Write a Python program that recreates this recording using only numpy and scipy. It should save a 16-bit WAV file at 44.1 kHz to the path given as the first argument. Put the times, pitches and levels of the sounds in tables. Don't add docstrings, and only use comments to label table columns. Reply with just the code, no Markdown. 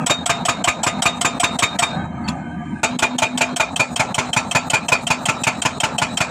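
import sys
import numpy as np
from scipy import signal
from scipy.fft import rfft, irfft
from scipy.io import wavfile
from scipy.ndimage import uniform_filter1d

SR = 44100
rng = np.random.default_rng(int(sys.argv[2]) if len(sys.argv) > 2 else 0)


def transcribe(signal):
    frames = np.atleast_2d(signal).T
    limited = np.clip(frames, -1, 1)
    pcm = np.round(limited * 32767).astype(np.int16)
    wavfile.write(sys.argv[1], SR, pcm)


def invert_db(x):
    u = np.asarray(x, float) / 20
    return 10 ** u


N = 277830


def evened(x):
    return x / np.sqrt(np.mean(x ** 2) + 1e-20)


def read(points, hz):
    f, value = np.transpose(points)
    return np.interp(np.log(hz + 1), np.log(f + 1), value)


def add(mix, s, sound):
    part = mix[round(s * SR):][:len(sound)]
    part += sound[:len(part)]


def drift(hz):
    lowpass = signal.butter(2, hz, fs=SR / 64, output="sos")
    coarse = signal.sosfilt(lowpass, rng.standard_normal(N // 64 + 2))
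    return evened(np.interp(np.arange(N) / 64, np.arange(len(coarse)), coarse))


def coloured(x, spectrum):
    hz = np.fft.rfftfreq(N, 1 / SR)
    inside = (hz > spectrum[0][0]) & (hz < spectrum[-1][0])
    return evened(irfft(rfft(x) * invert_db(read(spectrum, hz)) * inside, N))


def patchy(patch_db, frames=26, bins=2):
    a, b, patches = rng.standard_normal((N // 128 + 5, 257, 3), dtype=np.float32).T
    patches = uniform_filter1d(patches, size=bins, axis=0)
    patches = evened(uniform_filter1d(patches, size=frames, axis=1))
    spectra = (a + 1j * b) * invert_db(patch_db * patches)
    return evened(signal.istft(spectra, nperseg=512, noverlap=384)[1][:N])


FOOTING_S = [
    2.5,
    3.7,
]


def footing(s):
    return np.searchsorted(FOOTING_S, s)


# blow in seconds, valve clack ahead of it in ms, blow level in dB, chisel ring in dB.
STROKES = [(.099, 37, -0.5, 9.5), (.296, 38, -1, 5.5), (.486, 35, -1, 5.5), (0.677, 36.5, -0.5, 5.5),
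           (.867, 36, -1.5, 5), (1.057, 37, -0.5, 10.5), (1.249, 38, -1, 10.5), (1.435, 37.5, -1, 8.5),
           (1.626, 38, -0.5, 10), (1.824, 35.5, -2, 7), (2.833, 5, -1, 4), (3.025, 36.5, -1, 6),
           (3.222, 39, -1, 6.5), (3.41, 36, -0.5, 3), (3.6, 39, -2, 8.5), (3.797, 37.5, -2, 10),
           (3.997, 37.5, -1, -16), (4.182, 39, -1.5, -1), (4.366, 36, -1, 7.5), (4.551, 40, 0, 10),
           (4.735, 36.5, -0.5, 11), (4.921, 37.5, -0.5, 11), (5.104, 36.5, -0.5, 5.5),
           (5.287, 32.5, -2, -6), (5.47, 35.5, -1.5, 3), (5.653, 35.5, -2, -1), (5.835, 34, -2, -27),
           (6.019, 38, -2.5, 5.5), (6.206, 35.5, -1, 4.5)]


def since_blow(early_s):
    t, s = np.arange(N) / SR, np.array(STROKES)[:, 0] - early_s
    return t - s[np.maximum(np.searchsorted(s, t) - 1, 0)]


# time in seconds, pump piston rate in Hz, oil pressure 0-1.
CIRCUIT = [(0, 252.2, 0.71), (1.86, 247.7, 1), (1.95, 247, 0.77), (2.04, 244, 0.55), (2.085, 239.6, 0),
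           (2.165, 240, 0.13), (2.2, 240.2, 0.19), (2.3, 240, 0.53), (2.43, 238.9, 0.12),
           (2.47, 240.4, 0.04), (2.68, 238, 0.5), (2.8, 237.5, 0.46), (2.85, 248, 1), (3.7, 250.5, 0.85),
           (4.5, 250, 1), (5.2, 248, 1), (6.3, 251.4, 0.91)]


def circuit():
    s, pump_hz, pressure = np.transpose(CIRCUIT)
    t = np.arange(N) / SR
    pump_hz, pressure = np.interp(t, s, pump_hz), np.interp(t, s, pressure)
    turns = np.cumsum(pump_hz * (1 + 0.004 * drift(11))) / SR
    firings = turns / 9 * 3 + .04 * drift(30)
    return turns, firings, pressure


def loaded(levels_db, pressure):
    idle_db, *full_db = levels_db
    rock = footing(np.arange(N) / SR)
    full_db = uniform_filter1d(np.take(full_db, rock) * 1., size=2000)
    return idle_db + pressure * (full_db - idle_db)


def firing_gate(firings):
    return 1.2 + np.exp(-(firings % 1) / 0.089)


# frequency in Hz, level in dB per Hz.
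EXHAUST = [(15, -67), (25, -8), (70, -15), (89, -8.5), (108, -9.5), (167, 0), (249, -1), (380, -19.5),
           (419, -36), (450, -55), (580, -72), (990, -120)]
CLATTER = [(240, -46), (400, -15.5), (490, -1.5), (710, 5.5), (915, 5), (1120, -9), (1250, 4), (1380, -13),
           (1690, -8.5), (1900, -13.5), (2470, -59), (4180, -120)]
CYLINDER_DB = [0, -19, 1, -33, 3, 2]
# level unloaded, then at full pressure on the first, second and third footing, in dB.
EXHAUST_DB = (-37.5, -28, -33, -30.5)
CLATTER_DB = (-48, -31, -52, -35)
FIRING_DB = (-36.5, -39, -49, -39)


def engine(turns, firings, pressure):
    fires = np.diff(np.floor(np.maximum.accumulate(firings)), prepend=0) > 0
    cylinder_db = np.take(CYLINDER_DB, firings.astype(int) % 6)
    strength = invert_db(cylinder_db + 3.0 * rng.standard_normal(N))
    puffs = evened(fires * strength - np.mean(fires * strength))
    exhaust = coloured(puffs + 1.86 * patchy(3.0), EXHAUST)
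    clatter = coloured(firing_gate(firings) * patchy(3.0), CLATTER)
    note = np.sin(2 * np.pi * turns / 9 * 3 + .5 * drift(6))
    out = invert_db(loaded(EXHAUST_DB, pressure) + 8.5) * exhaust
    out += invert_db(loaded(CLATTER_DB, pressure) + 8.0) * clatter
    return out + invert_db(loaded(FIRING_DB, pressure) + 3 * drift(5)) * note


# frequency in Hz, level in dB per Hz.
FAN = [(1500, 18.5), (1800, -4.5), (2200, 6), (2600, 1.5), (3000, -15), (3500, -12), (4200, -8),
       (5000, -42), (5600, -31)]
FAN_DB = (-47, -33, -41, -67)


def fan(firings, pressure):
    air = coloured(firing_gate(firings) * patchy(5.5), FAN)
    return invert_db(loaded(FAN_DB, pressure) - 2.0) * air


# multiple of the piston rate, level in dB.
WHINE = [(2, -80), (3, -48.5), (4, -54), (5, -55), (6.5, -56.5), (7, -57), (9, -58), (10.2, -68), (13, -61),
         (43, -81.5)]
# level unloaded, then at full pressure on each footing, in dB.
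HUM_DB = (-68, -37, -11.5, -34.5)
WHINE_DB = (4, 5, 9, -24)


def pump(turns, pressure):
    out = invert_db(loaded(HUM_DB, pressure) + 2.5 * drift(4)) * np.sin(2 * np.pi * turns)
    whine_db = loaded(WHINE_DB, pressure)
    for multiple, db in WHINE:
        phase = 2 * np.pi * multiple * turns + .16 * multiple * drift(9)
        out += invert_db(db + whine_db + 5.5 * drift(12)) * np.sin(phase)
    return out


# frequency in Hz, level in dB per Hz.
HISS = [(2940, -25), (5000, -10), (5310, -13), (6430, 0), (7960, 6.5), (8920, -3.5), (11300, -16),
        (12300, -15), (15400, -7), (15900, -20), (16300, -50)]
HISS_DB = (-61, -41, -48, -37.5)


def oil_hiss(pressure):
    stall_s, stall_width_s, stall_db, top_db_per_pressure = .075, .03, -12, 40
    hiss = coloured(patchy(5, frames=45, bins=2), HISS)
    low, top = (signal.sosfiltfilt(signal.butter(3, 9000, kind, fs=SR, output="sos"), hiss)
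                for kind in ("low", "high"))
    stall = np.exp(-((since_blow(0) - stall_s) / stall_width_s) ** 2)
    top_db = stall_db * stall + top_db_per_pressure * (pressure - pressure.max()) + 2.7 * drift(16)
    return invert_db(loaded(HISS_DB, pressure) + 2.2 * drift(5)) * (low + invert_db(top_db) * top)


def crash(events, spectrum, fade, lasts_s, tail_db, tail_stretch):
    frames, hz = N // 64 + 5, np.fft.rfftfreq(256, 1 / SR)
    feed = np.zeros(frames + 200)
    shape = signal.windows.tukey(round(lasts_s * SR / 64), .6)
    for s, db, *_ in events:
        feed[round(s * SR / 64):][:len(shape)] += invert_db(2 * db) * shape
    power = np.zeros((len(hz), frames))
    for k, t60_s in enumerate(read(fade, hz)):
        for level_db, time_s in ((0, t60_s), (tail_db, tail_stretch * t60_s)):
            keep = 10 ** (-6 * 64 / SR / time_s)
            power[k] += invert_db(2 * level_db) * signal.lfilter([1 - keep], [1, -keep], feed[:frames])
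    colour = invert_db(read(spectrum, hz))
    z = rng.standard_normal((frames, len(hz), 2)) @ [1, 1j]
    rattle = evened(uniform_filter1d(rng.standard_normal((frames, len(hz))), size=24, axis=0))
    z = (z * invert_db(3.5 * rattle - 1.5)).T * np.sqrt(power) * evened(colour)[:, None]
    return signal.istft(z, nperseg=256, noverlap=192)[1][:N] / np.sqrt(len(hz))


def ring(modes, s, extra_db, rise_s, length_s):
    t = np.arange(round(length_s * SR)) / SR
    hz, t60_s, *levels_db = np.transpose(modes)[..., None]
    luck = rng.standard_normal((4, len(modes), 1))
    hz = hz * (1 + 0.0025 * luck[2])
    waver_db = 3 * np.sin(2 * np.pi * 17 * t * (1 + .5 * luck[3]) + 3 * luck[2])
    db = levels_db[footing(s)] + extra_db + 2.17 * luck[1] + waver_db - 60 * t / t60_s
    tones = invert_db(db) * np.cos(2 * np.pi * hz * (t - .004) + luck[0])
    onset = 1 - np.exp(-(t / rise_s) ** 2)
    return (tones * onset).sum(0) * np.clip(8 * (1 - t / length_s), 0, 1)


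# frequency in Hz, t60 in seconds, level in dB on the first, second and third footing.
CLACK_MODES = [(708.3, 0.086, 3.5, -0.5, -0.5), (874, 0.03, -29, -15, -7.5), (1390, 0.24, -14, -29, -22),
               (2618, 0.024, -23, 7, 13.5), (3060, .03, -4, -4, -2), (3170, .035, -4, -4, -1),
               (3280, .025, -8, -8, -8), (3570, .04, -14, -1, -27), (5480, 0.07, -5, -27, -8),
               (7130, 0.024, -29, 2, 10), (7950, 0.13, -2, -13, -27), (8290, 0.055, -7, -31, -0.5),
               (8570, 0.022, 4, -19, 11)]
# frequency in Hz, level in dB per Hz.
CLACK_CRASH = [(240, -55), (400, -26), (742, -1.5), (1680, -13.5), (2840, -7), (3120, -7.5), (4650, -16),
               (8240, -4), (9920, -24), (14800, -28.5), (16000, -47)]
# frequency in Hz, t60 in seconds.
CLACK_FADE = [(600, 0.17), (3000, 0.1), (8000, 0.047), (14000, 0.1)]
CLACK_DB = [-13.5, -15, -16.3]
CLACK_RING_DB = [11.5, 11.5, 13.5]


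def clacks():
    events = []
    for s, lead_ms, *_ in STROKES:
        if lead_ms > 10:
            a, b = rng.standard_normal(2) * [.8, 1.2]
            events.append((s - lead_ms * 1e-3, CLACK_DB[footing(s)] + a, CLACK_RING_DB[footing(s)] + b))
    out = invert_db(2.5) * crash(events, CLACK_CRASH, CLACK_FADE, lasts_s=0.0096, tail_db=-19, tail_stretch=2.9)
    near_3100 = abs(np.array(CLACK_MODES)[:, :1] - 3100) < 200
    for s, db, ring_db in events:
        tones = ring(CLACK_MODES, s, ring_db * near_3100, rise_s=.005, length_s=0.1)
        add(out, s - .0005, invert_db(db - 1.5) * tones)
    return out


# frequency in Hz, t60 in seconds, level in dB on the first, second and third footing.
BLOW_MODES = [(304, 0.054, -7.5, -4, -15.5), (638, 0.15, -23, -3.5, -13), (690, 0.25, -12, -10.5, -28),
              (884, 0.12, -16, 2.5, -6.5), (1009, 0.12, -13, -35, -9.5), (860, 0.01, 7, -13, 1),
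              (1100, 0.015, 13.5, -22, -24), (1062, 0.089, -14, -39, -65), (1236, 0.19, -7.5, -33, -38),
              (1338, 0.24, -24.5, -16, -17), (1430, 0.087, -17, -5, -9.5), (1570, 0.095, -7, -34, -35),
              (1740, 0.13, -15.5, -40, -15.5), (2320, 0.013, -18, -28, -31), (248, 0.57, -25, -38, -23),
              (2417, .12, -12, -1, -4), (2449, .12, -17, -2, -17), (2503, .1, -14, -11, -3),
              (3709, .24, -13, -20, -31), (3560, 0.038, -12, -7, -27), (4515, 0.14, -24, -21.5, -19.5),
              (6170, 0.038, -21, -4, -15), (7160, 0.095, -10.5, -17, -11.5), (7550, 0.09, -11.5, -29, -29)]
# frequency in Hz, level in dB per Hz.
BLOW_CRASH = [(120, 2.5), (200, -13), (482, -1.5), (986, 2), (1940, -4.5), (2420, 6), (2800, -3),
              (3970, -9.5), (5840, -10.5), (7140, -4.5), (12200, -31), (16000, -36)]
# frequency in Hz, t60 in seconds.
BLOW_FADE = [(300, 0.11), (800, 0.12), (2000, 0.056), (5000, 0.057), (7500, 0.048), (10000, 0.034),
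             (14000, 0.025)]
HOUSING_DB = [2, -0.9, 5]
THUD_DB = [-2.3, -6.5, 1.5]


def blows():
    early = np.array(STROKES)[:, [0, 2]] - [.003, 0]
    out = invert_db(-9.0) * crash(early, BLOW_CRASH, BLOW_FADE, lasts_s=.019, tail_db=-3, tail_stretch=3.2)
    t = np.arange(round(.08 * SR)) / SR
    thud = np.sin(2 * np.pi * 135 * t) * invert_db(-60 * t / 0.036) * (1 - np.exp(-t / 0.005))
    is_housing = np.array(BLOW_MODES)[:, :1] < 2000
    rise_s = np.where(is_housing, .004, .012)
    for s, _, db, chisel_db in STROKES:
        extra_db = np.where(is_housing, HOUSING_DB[footing(s)], chisel_db)
        add(out, s - .004, invert_db(db - 9) * ring(BLOW_MODES, s, extra_db, rise_s, length_s=0.148))
        add(out, s - .002, invert_db(db + THUD_DB[footing(s)] - 3.0) * thud)
    return out * (since_blow(.001) < .6)


def whistle(rows, fuzz):
    s, hz, db = np.transpose(rows)
    t = np.arange(s[0], s[-1], 1 / SR)
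    wander = np.cumsum(rng.standard_normal(len(t))) * fuzz
    phase = 2 * np.pi * np.cumsum(np.interp(t, s, hz)) / SR
    return invert_db(np.interp(t, s, db)) * np.sin(phase + wander)


# first frequency in Hz, rise in Hz, level in dB.
SQUEALS = [(3705, 5.4, -38), (3860, 113, -33), (4090, 180, -37.5)]


def refill_squeals():
    out = np.zeros(N)
    start_s, peak_s, end_s = 0.033, 0.088, 0.15
    times_s = np.array([start_s, peak_s, end_s - .01, end_s])
    for s, *_ in STROKES:
        for hz, rise_hz, db in SQUEALS:
            a, b = rng.standard_normal(2)
            glide_hz = hz + rise_hz * ((times_s - start_s) / (end_s - start_s) + 0.22 * a)
            swell_db = db + 2.5 * b + np.array([-18, 0, -10, -18])
            add(out, s + start_s, whistle(np.transpose([times_s, glide_hz, swell_db]), fuzz=0.065))
    return out


# time in seconds, frequency in Hz, level in dB.
RELIEF = [
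    (1.901, 3760, -52),
    (1.96, 3850, -40),
    (2.06, 3850, -48),
    (2.11, 3840, -59),
]


def relief_valve():
    out = np.zeros(N)
    add(out, RELIEF[0][0], whistle(RELIEF, fuzz=0.022))
    return out


# time in seconds, level in dB, ring in Hz, t60 in seconds.
PIN = [(2.277, -24.5, 2740, 0.09), (2.286, -16, 4500, 0.023), (2.283, -20, 1017, 0.099),
       (2.282, -28, 3460, 0.082), (2.285, -26.5, 7350, 0.058), (2.288, -32, 11100, .03),
       (2.319, -43, 6530, 0.052)]
# time in seconds, level in dB, t60 in seconds.
SNAP = (2.277, -20.5, 0.1)
SQUEAK = (2.238, .034, 4450, -42)


def pin():
    out, t = np.zeros(N), np.arange(round(.1 * SR)) / SR
    for s, db, hz, t60_s in PIN:
        band = signal.butter(1, [0.96 * hz, 0.97 * hz], "bandpass", fs=SR, output="sos")
        tone = evened(signal.sosfilt(band, rng.standard_normal(len(t))))
        add(out, s, invert_db(db - 60 * t / t60_s) * tone)
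    s, db, t60_s = SNAP
    knock = coloured(rng.standard_normal(N), BLOW_CRASH[:-1])[:len(t)]
    add(out, s, invert_db(db - 60 * t / t60_s) * np.minimum(t / 0.0089, 1) * knock)
    s, length_s, hz, db = SQUEAK
    t = np.arange(round(length_s * SR)) / SR
    add(out, s, invert_db(db) * np.sin(2 * np.pi * hz * t) * signal.windows.tukey(len(t), .4))
    return out


def scene():
    turns, firings, pressure = circuit()
    machine = engine(turns, firings, pressure) + fan(firings, pressure)
    machine += pump(turns, pressure) + oil_hiss(pressure)
    breaker = invert_db(15) * (clacks() + blows())
    return (machine + breaker + refill_squeals() + relief_valve() + pin())[None]


def band_limit(x):
    return signal.sosfilt(signal.butter(12, 16460, fs=SR, output="sos"), x)


def record(dry):
    mic = signal.sosfilt(signal.butter(3, 62, "highpass", fs=SR, output="sos"), dry)
    treble = signal.sosfilt(signal.butter(2, 1500, "highpass", fs=SR, output="sos"), mic[0])
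    power_db = 10 * np.log10(abs(uniform_filter1d(treble ** 2, size=130)) + 1e-12)
    over_db = np.clip(1.5 * (power_db + 17), 0, 16)
    starts = np.round(np.arange(.008, N / SR - .005, .02) * SR).astype(int)
    block_db = np.maximum.reduceat(over_db, starts + 130)
    held_db = np.maximum(block_db, np.roll(block_db, 1))
    fall_db = np.arange(len(starts)) * 3.14
    duck_db = np.maximum.accumulate(held_db + fall_db) - fall_db
    duck_db = duck_db[np.maximum(np.searchsorted(starts, np.arange(N)) - 1, 0)]
    x = mic / invert_db(uniform_filter1d(duck_db, round(.005 * SR)))
    x = x / (1 + abs(x / .46) ** 8) ** (1 / 8)
    x = signal.sosfilt(signal.butter(2, 45, "highpass", fs=SR, output="sos"), x)
    x = signal.sosfilt(signal.butter(1, 13000, fs=SR, output="sos"), x)
    x = signal.oaconvolve(x, signal.firwin(255, 15600, fs=SR)[None], "same")
    return band_limit(x)


dry = scene()
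out = record(dry)
transcribe(out)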